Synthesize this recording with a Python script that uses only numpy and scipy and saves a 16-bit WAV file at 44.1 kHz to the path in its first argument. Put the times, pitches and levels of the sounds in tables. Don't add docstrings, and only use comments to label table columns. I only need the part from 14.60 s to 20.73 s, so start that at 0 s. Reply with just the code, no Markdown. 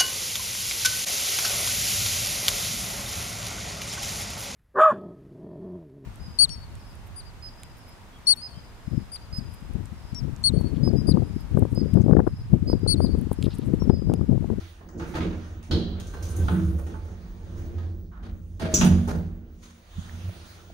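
import sys
import numpy as np
from scipy import signal
from scipy.io import wavfile

SR = 44100
rng = np.random.default_rng(int(sys.argv[2]) if len(sys.argv) > 2 else 0)


def log_audio(samples):
    frames = np.atleast_2d(samples).T
    limited = np.clip(frames, -1, 1)
    pcm = np.round(limited * 32767).astype(np.int16)
    wavfile.write(sys.argv[1], SR, pcm)


N = 270333
LEFT_RIGHT = np.array([[1], [-1]])
STEP = 16


def from_db(db):
    return 10 ** (np.asarray(db) / 20)


def rms_one(x):
    return x / np.sqrt(np.mean(x ** 2) + 1e-20)


def in_time(rows):
    s, *columns = np.transpose(rows)
    return [np.interp(np.arange(N) / SR, s, column) for column in columns]


def at_hz(points, hz):
    table_hz, values = np.transpose(points)
    return np.interp(np.log(hz), np.log(table_hz), values)


def drift(rate_hz):
    pole = np.exp(-80 * np.pi * rate_hz / SR)
    noise = rng.standard_normal(N // 40 + 2002)
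    slow = signal.lfilter([1], [1, -2 * pole, pole * pole], noise)[2000:]
    return np.interp(np.arange(N) / 40, np.arange(len(slow)), rms_one(slow))


def ring(drive, hz, t60):
    radius = from_db(-60 / (t60 * SR))
    w = 2 * np.pi * hz / SR
    feedback = [1, -2 * radius * np.cos(w), radius * radius]
    return signal.lfilter([0, np.sin(w)], feedback, drive + 1e-18)


def after(s):
    i = round(s * SR)
    return i, np.arange(min(N - i, SR)) / SR


def swell(t, s, hold, rise_db_per_s, fall_db_per_s):
    return -rise_db_per_s * np.maximum(s - t, 0) - fall_db_per_s * np.maximum(t - s - hold, 0)


def add_db(a_db, b_db):
    return 10 * np.log10(from_db(2 * a_db) + from_db(2 * b_db).sum(axis=0))


# (frequency [Hz], share alike [0 to 1])
LIKENESS = [(60, 1), (150, 0.87), (380, 0.83), (950, 0.026), (2400, .01), (6000, 0.45), (15000, .2)]
# (frequency [Hz], left minus right [dB])
LEAN = [(60, -1.5), (130, -2.5), (290, -3.5), (640, -2), (1410, -1.5), (3100, -4), (6820, 4),
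        (15000, -21.5)]


def lean_gain(hz):
    return from_db(at_hz(LEAN, hz) / 2 * LEFT_RIGHT)


def stereo(mid, side, hz):
    alike = np.clip(at_hz(LIKENESS, hz), 0, 1)
    both = np.sqrt((1 + alike) / 2) * mid + np.sqrt((1 - alike) / 2) * side * LEFT_RIGHT
    return both * lean_gain(hz)


# (frequency [Hz], level [dB], spread of the waver [dB])
WHISTLE = (15687, -77, 5.0)


def whistle():
    hz, level_db, waver_db = WHISTLE
    gain = from_db(level_db + waver_db * drift(6.0))
    return np.sqrt(2) * gain * np.sin(2 * np.pi * hz * np.arange(N) / SR)


# (time [s], floor boom [dB], wall panels [dB])
ROLL = [(0.1, -57, -54.5), (0.3, -44, -48.5), (0.8, -33.5, -40.5), (1.0, -41.5, -49), (1.07, -68, -66),
        (1.3, -28, -34), (1.55, -33, -45), (1.75, -22.5, -33.5), (2.2, -39.5, -45.5), (2.45, -39, -53.5),
        (2.72, -40, -45.5), (2.8, -32, -43), (3.06, -27, -35), (3.34, -33.5, -39.5), (3.55, -53, -49),
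        (3.8, -37, -47.5), (4.8, -43.5, -44.5), (5.27, -50.5, -57), (5.6, -37.5, -44.5), (6.1, -44, -50.5)]
# (time [s], hold [s], floor boom [dB], wall panels [dB], door frame [dB])
JOLTS = [(0.0, 0.0053, -38, -57, -46.5), (0.237, 0.018, -51, -42.5, -47.5),
         (0.354, .05, -32.5, -28.5, -32.5), (0.586, 0.067, -33, -22, -30), (0.955, 0.017, -36, -41, -48),
         (1.113, 0.043, -16.5, -20.5, -25), (1.367, 0.029, -44, -34, -59), (1.786, 0.065, -17, -29, -34),
         (1.896, 0.038, -41, -20, -28.5), (1.995, 0.089, -19.5, -34.5, -42),
         (2.126, 0.035, -45.5, -31, -36), (2.282, 0.038, -30.5, -38, -36.5),
         (2.493, 0.016, -36, -41, -46.5), (2.63, 0.015, -41.5, -40.5, -59),
         (3.614, 0.12, -36.5, -34.5, -51.5), (3.91, 0.035, -35, -57, -63), (4.01, 0.022, -25.5, -24, -29.5),
         (4.185, 0.058, -17.5, -11, -31), (4.291, 0.037, -18.5, -29, -27),
         (4.503, 0.056, -24.5, -23.5, -30.5), (5.363, 0.025, -29.5, -39.5, -70),
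         (5.486, 0.031, -39, -40.5, -57)]
JOLT_RISE_DB_PER_S, JOLT_FALL_DB_PER_S = 706, 146
BOOM_LAG_S = 0.007
FRAME_DB = -5


def shake():
    t = np.arange(0, N, STEP) / SR
    boom, walls = np.array(in_time(ROLL))[:, ::STEP]
    s, hold, *jolt_db = np.transpose(JOLTS)[:, :, None]
    levels = []
    for roll_db, top_db, lag in zip([boom, walls, walls + FRAME_DB], jolt_db, [BOOM_LAG_S, 0, 0]):
        below_db = swell(t - lag, s, hold, JOLT_RISE_DB_PER_S, JOLT_FALL_DB_PER_S)
        levels.append(add_db(roll_db, top_db + below_db))
    return levels


# (time [s], clack [dB], thud [dB], tick [dB],
# hiss [dB], ring time factor [1], rise time constant [s], pan, left minus right [dB])
KNOCKS = [(0.209, -41, -41.5, -72, -79, 0.55, 0.0023, -2), (0.287, -40, -57, -67, -53, 0.93, 0.0015, 3),
          (0.374, -42, -31, -53, -44, .5, 0.015, -1), (0.397, -29.5, -39, -43, -47.5, 0.79, 0.002, -1),
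          (0.458, -54, -21, -47, -43.5, 0.8, 0.045, -4), (0.538, -27, -41, -37, -63, 0.65, 0.0063, 0),
          (0.552, -22.5, -23.5, -32.5, -47, 0.81, 0.0032, 0.5),
          (0.605, -26.5, -20, -30.5, -55, 0.74, 0.0039, -1), (1.027, -46, -59, -49.5, -54.5, 1, 0.0043, -1),
          (1.11, -25.5, -19, -32, -44, 0.79, 0.004, 0), (1.351, -34, -30, -40, -70, 0.55, 0.051, 9),
          (1.398, -63, -59, -40.5, -45.5, 0.73, 0.0049, -0.5),
          (1.47, -58, -37, -50, -49.5, 0.77, 0.0034, -3), (1.537, -33.5, -33, -47.5, -54, 0.67, 0.0012, -1),
          (1.625, -41, -32.5, -44.5, -43, 0.85, 0.0047, -2), (1.687, -50, -30, -85, -33, 0.41, 0.03, 3),
          (1.759, -56, -43, -82, -31.5, 0.33, 0.023, 3), (1.882, -23.5, -34, -34.5, -82, 0.85, 0.0035, 2.5),
          (2.179, -29.5, -26, -54, -48, .37, 0.016, -2), (2.265, -37.5, -35, -50.5, -52.5, 0.56, .0035, 1),
          (2.304, -47, -47, -33, -70, 0.2, 0.035, 4), (2.34, -33, -45, -65, -73, 0.39, .0021, -3),
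          (2.429, -38, -35, -79, -55, 1, 0.024, -1), (2.959, -38, -55, -50, -53, 1, 0.022, 0),
          (3.18, -38, -53, -52, -62, 1, 0.004, -1), (3.51, -35, -54, -60, -74, 0.91, 0.024, -1),
          (3.622, -32, -35.5, -42, -56.5, 0.62, 0.026, 1.5),
          (3.996, -27.5, -53, -38, -42.5, .9, 0.0067, -1.5), (4.014, -23.5, -17, -31, -59, 1, 0.014, 1.5),
          (4.139, -36, -15.5, -23.5, -31, 0.55, 0.0027, 2),
          (4.211, -15.5, -22.5, -22, -36.5, 0.68, 0.0019, 0), (4.245, -54, -22, -50, -35, 0.48, 0.005, -2),
          (4.475, -27.5, -29, -46, -44, 0.59, 0.005, -5), (4.485, -29.5, -25, -43, -51.5, 0.74, .0022, 6),
          (5.017, -42, -59, -45.5, -52, 1, 0.017, 0.5)]
HARD_S = 0.012


def hard_knocks():
    return np.array([row for row in KNOCKS if row[6] < HARD_S])


# (time [s], level [dB])
SWAY = [(0.0, -53.5), (0.77, -35), (0.8, -51), (1.26, -38.5), (2.82, -41.5), (3.86, -41.5), (4.08, -47.5),
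        (4.66, -36.5), (5.21, -58.5), (5.36, -47), (5.91, -61), (6.13, -48)]
# (frequency [Hz], relative level [dB], decay time t60 [s])
CAR = [(73.5, -4, 0.88), (86, 2.5, 0.48), (96.3, -10, 0.68), (164.2, -4.5, 0.58), (182.4, -2.5, 0.55),
       (231.7, -7, 0.64), (305, -8, 0.69), (330.1, -2, 0.24), (351.2, -5, 0.3), (402.8, -12.5, 0.73),
       (465, -10.5, 0.45), (529.7, -18.5, 0.32)]
THUD_DB = -12.5
PUSH_DB, PUSH_LAG_S = -7, 0.01212


def car():
    out, knocks, jolts = 0, hard_knocks(), np.array(JOLTS)
    struck = (knocks[:, 0] * SR).astype(int)
    pushed = ((jolts[:, 0] + PUSH_LAG_S) * SR).astype(int)
    shaking = np.repeat(from_db(shake()), STEP, axis=1)[:, :N]
    for hz, level_db, t60 in CAR:
        group = np.searchsorted([125, 270], hz)
        noise_gain = from_db(-7.5) * np.sqrt(4 * np.log(1000) / (t60 * SR))
        drive = rng.standard_normal((2, N)) * shaking[group] * noise_gain
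        chance_db = 4.0 * rng.standard_normal(len(struck))
        drive[0, struck] += from_db(knocks[:, 2] + THUD_DB + chance_db)
        drive[0, pushed] += from_db(jolts[:, 2 + group] + PUSH_DB) * rng.choice([-1, 1])
        mid, side = from_db(level_db) * ring(drive, hz, t60)
        out = out + stereo(mid, side, hz)
    sway_band = signal.butter(2, [34, 56], "band", fs=SR, output="sos")
    sway = rms_one(signal.sosfilt(sway_band, rng.standard_normal((2, N))))
    mid, side = from_db(in_time(SWAY)[0]) * sway
    return out + stereo(mid, side, 40)


# (time [s], scrape [dB], hiss [dB])
RUB = [(0.2, -60, -96), (0.38, -57, -99), (0.44, -41.5, -68), (0.6, -52, -67.5), (0.87, -47, -69.5),
       (1.11, -59.5, -86), (1.3, -49, -82), (1.45, -50, -74), (1.83, -46, -62.5), (2.06, -55.5, -67),
       (2.32, -55, -72), (3.14, -54.5, -72.5), (3.52, -75, -85), (4.05, -66.5, -76), (4.17, -36, -45),
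       (4.3, -44, -58), (4.58, -53, -71.5), (4.85, -63.5, -87), (5.04, -65, -70.5), (5.2, -62.5, -75.5)]
GRIT_SHARE, GRIT_DB = 0.54, -3.5
# (time [s], level against the hiss [dB])
AIR = [(0.2, -33), (0.5, 1), (0.62, -10), (0.9, -4.5), (1.5, -3), (1.7, 2), (2.1, 5), (2.5, -7.5),
       (3.3, -6), (3.7, -1.5), (4.15, -5.5), (4.25, 0.5), (4.5, -2), (4.9, -3.5)]
# (time [s], hold [s], level [dB])
RUSTLES = [(0.0, 0.0092, -49.5), (5.423, 0.54, -51.5)]
RUSTLE_RISE_DB_PER_S, RUSTLE_FALL_DB_PER_S = 60, 59.5
RUSTLE_COLOUR_DB = [1.5, -5, -14.5, -15]


def rubbing():
    t = np.arange(0, N, STEP) / SR
    scrape, hiss = np.array(in_time(RUB))[:, ::STEP]
    grit = hiss + GRIT_SHARE * (scrape - hiss) + GRIT_DB
    air = hiss + in_time(AIR)[0][::STEP]
    s, hold, level_db = np.transpose(RUSTLES)[:, :, None]
    rustle_db = level_db + swell(t, s, hold, RUSTLE_RISE_DB_PER_S, RUSTLE_FALL_DB_PER_S)
    parts = [scrape, grit, hiss, air]
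    return [add_db(part_db, rustle_db + colour_db) for part_db, colour_db in zip(parts, RUSTLE_COLOUR_DB)]


# (frequency [Hz], decay time t60 [s])
SHAFT = [(600, 0.86), (1580, 0.79), (4180, 0.56), (11000, 0.48)]
CRACK_DB, CRACK_T60_S = -3, 0.033
TAIL_DB, SHORTEST_RISE_S = -9.5, 0.0003


def contact_power(contact, weight, chance_db, hz):
    s, clack_db, thud_db, tick_db, hiss_db, long, rise_s, pan_db = contact
    t = np.arange(SR // 16) * STEP / SR
    air_db = hiss_db + np.interp(s, *np.transpose(AIR))
    level_db = weight @ [thud_db - 3.0, clack_db, tick_db, hiss_db, air_db] + chance_db
    tail_t60 = max(long, 0.02) * at_hz(SHAFT, hz)
    tail = from_db(2 * (TAIL_DB - 60 * t / tail_t60))
    crack = from_db(2 * (CRACK_DB - 60 * t / CRACK_T60_S)) * (rise_s < HARD_S)
    onset = 1 - np.exp(-t / max(rise_s, SHORTEST_RISE_S))
    return from_db(2 * level_db + pan_db * LEFT_RIGHT) * (tail * onset ** 2 + crack * onset)


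# (frequency [Hz], relative level [dB])
COLOUR = [(600, 0.5), (1000, -6), (1600, -2.5), (2400, -2), (3500, 3), (5000, 3), (6500, 4.5), (9000, 2.5),
          (12000, -1.5), (15500, -3.5)]


def doors(patchy_db, between_db, rattle_db):
    out, edges = 0, 120 * 2 ** (np.arange(22) / 3)
    white = rng.standard_normal((2, 2, N))
    centres = np.log([300, 1200, 3600, 6200, 10500])
    rub_db = np.array([shake()[2] + between_db, *rubbing()])
    rattle = from_db(2 * rattle_db * drift(60.0)[::STEP])
    scatter = rng.standard_normal((len(KNOCKS), 21))
    for k, (low, high) in enumerate(zip(edges, edges[1:])):
        high = 16200 if k == 20 else high
        hz = np.sqrt(low * high)
        place = np.interp(np.log(hz), centres, range(5))
        weight = np.maximum(1 - abs(place - np.arange(5)) * 1.127, 0)
        weight /= weight.sum()
        band_db = weight @ rub_db + patchy_db * drift(5.7)[::STEP]
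        power = np.tile(from_db(2 * band_db), (2, 1))
        for contact, chance in zip(KNOCKS, scatter):
            i = int(contact[0] * SR) // STEP
            burst = contact_power(contact, weight, 2 * chance[k], hz)
            span = power[:, i:i + burst.shape[1]]
            length = span.shape[1]
            span += burst[:, :length] * rattle[i:i + length]
        gain = np.repeat(np.sqrt(power), STEP, axis=1)[:, :N]
        band = signal.butter(2, [low, high], "band", fs=SR, output="sos")
        mid, side = rms_one(signal.sosfilt(band, white[k % 2]))
        out = out + from_db(at_hz(COLOUR, hz) - 7.0) * gain * stereo(mid, side, hz)
    return out


# (frequency [Hz], relative level [dB], decay time t60 [s])
DOOR = [(634, -14, 1), (775, -9, 0.72), (873, 1.5, 0.34), (1050, -6, 0.23), (1255, -1, 0.2),
        (1493, -13, 0.19), (1664, -10.5, 0.497), (1855, -9, 0.31), (2180, -2.5, 0.22), (2690, -4.5, .25),
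        (2766, -3.5, 0.31), (3360, -6.5, .2)]


def panels(level_db):
    out, knocks = np.zeros((2, N)), hard_knocks()
    at = (knocks[:, 0] * SR).astype(int) + 90
    for hz, mode_db, t60 in DOOR:
        blow_db = knocks[:, 1 if hz < 2000 else 3]
        clicks = np.zeros((2, N))
        clicks[:, at] = from_db(blow_db + level_db + mode_db) * rng.standard_normal((len(at), 2)).T
        out += ring(clicks, hz, t60)
    return out


CHATTER_DB, CHATTER_HZ = 3.0, 50


def struck_modes(blows, modes, crowds):
    out, flutter = np.zeros((2, N)), from_db(CHATTER_DB * drift(CHATTER_HZ))
    for s, blow_db, tilt_db in blows:
        i, t = after(s)
        for hz, level_db, t60 in modes:
            is_high = hz > 600
            phase = rng.uniform(0, 2 * np.pi, (2, 1)) * is_high
            twin_hz = hz * (1 + 0.008 * rng.uniform(-1, 1, (2, 1)))
            twin = 0.55 * is_high * np.sin(2 * np.pi * twin_hz * t - phase)
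            wave = np.sin(2 * np.pi * hz * t + phase) + twin
            if is_high:
                wave = wave * [flutter[k:k + SR] for k in rng.integers(0, N - SR, size=2)]
            size_db = blow_db + level_db + tilt_db * np.log2(hz / 6000) - 60 * t / t60
            onset = 1 - np.exp(-t / 0.00094)
            out[:, i:i + SR] += from_db(size_db) * onset * wave * lean_gain(hz)
        for hz, width, level_db, t60 in crowds:
            band = signal.butter(2, [hz - width / 2, hz + width / 2], "band", fs=SR, output="sos")
            noise = rms_one(signal.sosfilt(band, rng.standard_normal((2, SR))))
            out[:, i:i + SR] += noise * from_db(blow_db + level_db - 60 * t / t60)
    return out


# (time [s], level [dB], tilt [dB per octave])
CATCH = [(1.111, -38.5, 0.3)]
# (frequency [Hz], relative level [dB], decay time t60 [s])
COUPLER = [(1510, 4.5, .15), (3050, -4, 0.29), (3240, -12, 0.79), (4040, -9, 0.42), (3990, -7, 0.96),
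           (4020, -6, 0.65), (4140, -7, 0.6), (4270, 1, 0.31), (4650, -2.5, 0.23), (5230, -10.5, 0.44),
           (5120, -13, .28), (5370, -13, .3)]
# (frequency [Hz], width [Hz], relative level [dB], decay time t60 [s])
COUPLER_CROWD = [(3220, 610, -0.92, 0.73), (4170, 830, 0.72, 0.68)]


def coupler():
    return struck_modes(CATCH, COUPLER, COUPLER_CROWD)


def friction_tone(rows, rough_db, rise_db_per_s, fall_db_per_s):
    out, shiver_db = np.zeros(N), rough_db * drift(17.0)
    lead = 0.25
    for s, hold, first_hz, last_hz, level_db in rows:
        i, t = after(s - lead)
        t = t - lead
        hz = np.interp(t, [0, hold], [first_hz, last_hz])
        db = level_db + swell(t, 0, hold, rise_db_per_s, fall_db_per_s) + shiver_db[i:i + SR]
        out[i:i + SR] += np.sqrt(2) * from_db(db) * np.sin(2 * np.pi * np.cumsum(hz) / SR)
    return out


# (time [s], hold [s], first pitch [Hz], last pitch [Hz], level [dB])
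SQUEAK = [(1.5, .22, 1556, 1548, -59), (1.78, .04, 1550, 1546, -60), (1.51, .1, 4190, 4205, -69),
          (1.66, .11, 4175, 4190, -68)]


def squeak():
    return friction_tone(SQUEAK, rough_db=4.0, rise_db_per_s=190, fall_db_per_s=250)


# (time [s], hold [s], first pitch [Hz], last pitch [Hz], relative level [dB])
STOP_HUM = [(1.92, 0.12, 331.8, 324, -31.5), (2.09, .02, 325, 329.6, -37.5)]


def stop_hum():
    hum = friction_tone(STOP_HUM, rough_db=0.7, rise_db_per_s=600, fall_db_per_s=400)
    return hum * from_db([[-1.3], [1.3]])


# (time [s], hold [s], first pitch [Hz], last pitch [Hz], level [dB])
GROAN = [(4.015, .16, 659.5, 622.4, -37.5)]


def groan():
    return friction_tone(GROAN, rough_db=2.5, rise_db_per_s=1500, fall_db_per_s=480)


# (time [s], level [dB], tilt [dB per octave])
CLANKS = [(4.1405, -23.5, 3.5), (4.2445, -55, 20)]
HOOK_HZ = [4960, 5752, 5992, 6069, 6474, 6583, 6784, 6931, 7086, 7275, 7745, 8640, 10610, 11550, 12110,
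           13240, 14850]
# (relative level [dB], decay time t60 [s])
HOOK_RING = [(-9.5, 0.53), (-2, 0.34), (-4, .22), (-15, .25), (-4, 0.23), (-14.5, 0.39), (-9, .15),
             (-18.5, 0.17), (-4.5, 0.18), (0, .2), (-8, 0.29), (-29.5, 0.24), (-24.5, .2), (-25, 0.154),
             (-24, .12), (-20, .1), (-23, 0.14)]
# (frequency [Hz], width [Hz], relative level [dB], decay time t60 [s])
HOOK_CROWD = [(6760, 940, -5.5, 0.4)]


def lock_hook():
    modes = [(hz, *ringing) for hz, ringing in zip(HOOK_HZ, HOOK_RING)]
    return struck_modes(CLANKS, modes, HOOK_CROWD)


# (time [s], relative level [dB], tilt [dB per octave])
MEET = [(4.215, -25, 0.01)]
# (frequency [Hz], relative level [dB], decay time t60 [s])
GLASS = [(154, 3, 0.96), (232.1, 2, 1.7), (300, -9.5, 1.17)]


def glass():
    return struck_modes(MEET, GLASS, []).mean(axis=0) * from_db([[-1.3], [1.3]])


# (time [s], hold [s], first pitch [Hz], last pitch [Hz], relative level [dB])
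DRIVE_HUM = [(5.35, 0.012, 81.4, 80, -43.5), (5.54, 0.038, 90.4, 89, -33), (5.66, 0.03, 89.4, 94.5, -31),
             (5.77, 0.012, 86, 81.2, -39)]


def drive_hum():
    hum = friction_tone(DRIVE_HUM, rough_db=4.5, rise_db_per_s=440, fall_db_per_s=750)
    return hum * from_db([[-1.3], [1.3]])


# (time [s], frequency [Hz], peak level [dB], decay time t60 of each resonance [s])
BUMP = (5.381, 175, -22, .04)


def bump():
    s, hz, level_db, t60 = BUMP
    click = 1. * (np.arange(N) == round(s * SR))
    thud = ring(ring(click, hz, t60), hz, t60)
    return thud / abs(thud).max() * from_db(level_db) * from_db([[-15], [0]])


# (time [s], relative level [dB], frequency [Hz], pan, left minus right [dB])
TICKS = [(5.495, -42.5, 1830, -22), (5.693, -40.5, 630, 8), (5.799, -47, 676, -5), (6.101, -40, 670, -5)]


def ticks():
    out = np.zeros((2, N))
    for s, level_db, hz, pan_db in TICKS:
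        i, t = after(s)
        shape = np.exp(-t * hz / 1.9) * (1 - np.exp(-t * hz * 2))
        click = np.sin(2 * np.pi * hz * t) * shape
        out[:, i:i + SR] += click * from_db(level_db + 5 + pan_db / 2 * LEFT_RIGHT)
    return out


def scene():
    moving = car() + doors(patchy_db=2.0, between_db=-8.5, rattle_db=1.5)
    struck = panels(level_db=-14.5) + coupler() + lock_hook() + glass()
    tones = whistle() + squeak() + stop_hum() + groan() + drive_hum()
    near = bump() + ticks()
    return moving + struck + tones + near


# (frequency [Hz], width [Hz], gain [dB])
PORTS = [(6480, 1670, 8), (7560, 980, -10.5), (9200, 2060, 6.5), (13300, 4700, -1)]
CUTOFF_HZ = 15760


def record(dry):
    for hz, width, level_db in PORTS:
        w, a, g = 2 * np.pi * hz / SR, np.tan(np.pi * width / SR), from_db(level_db / 2)
        forward = [1 + a * g, -2 * np.cos(w), 1 - a * g]
        feedback = [1 + a / g, -2 * np.cos(w), 1 - a / g]
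        dry = signal.lfilter(forward, feedback, dry)
    return signal.sosfilt(signal.ellip(12, 0.5, 70, CUTOFF_HZ, fs=SR, output="sos"), dry)


dry = scene()
out = record(dry)
log_audio(out)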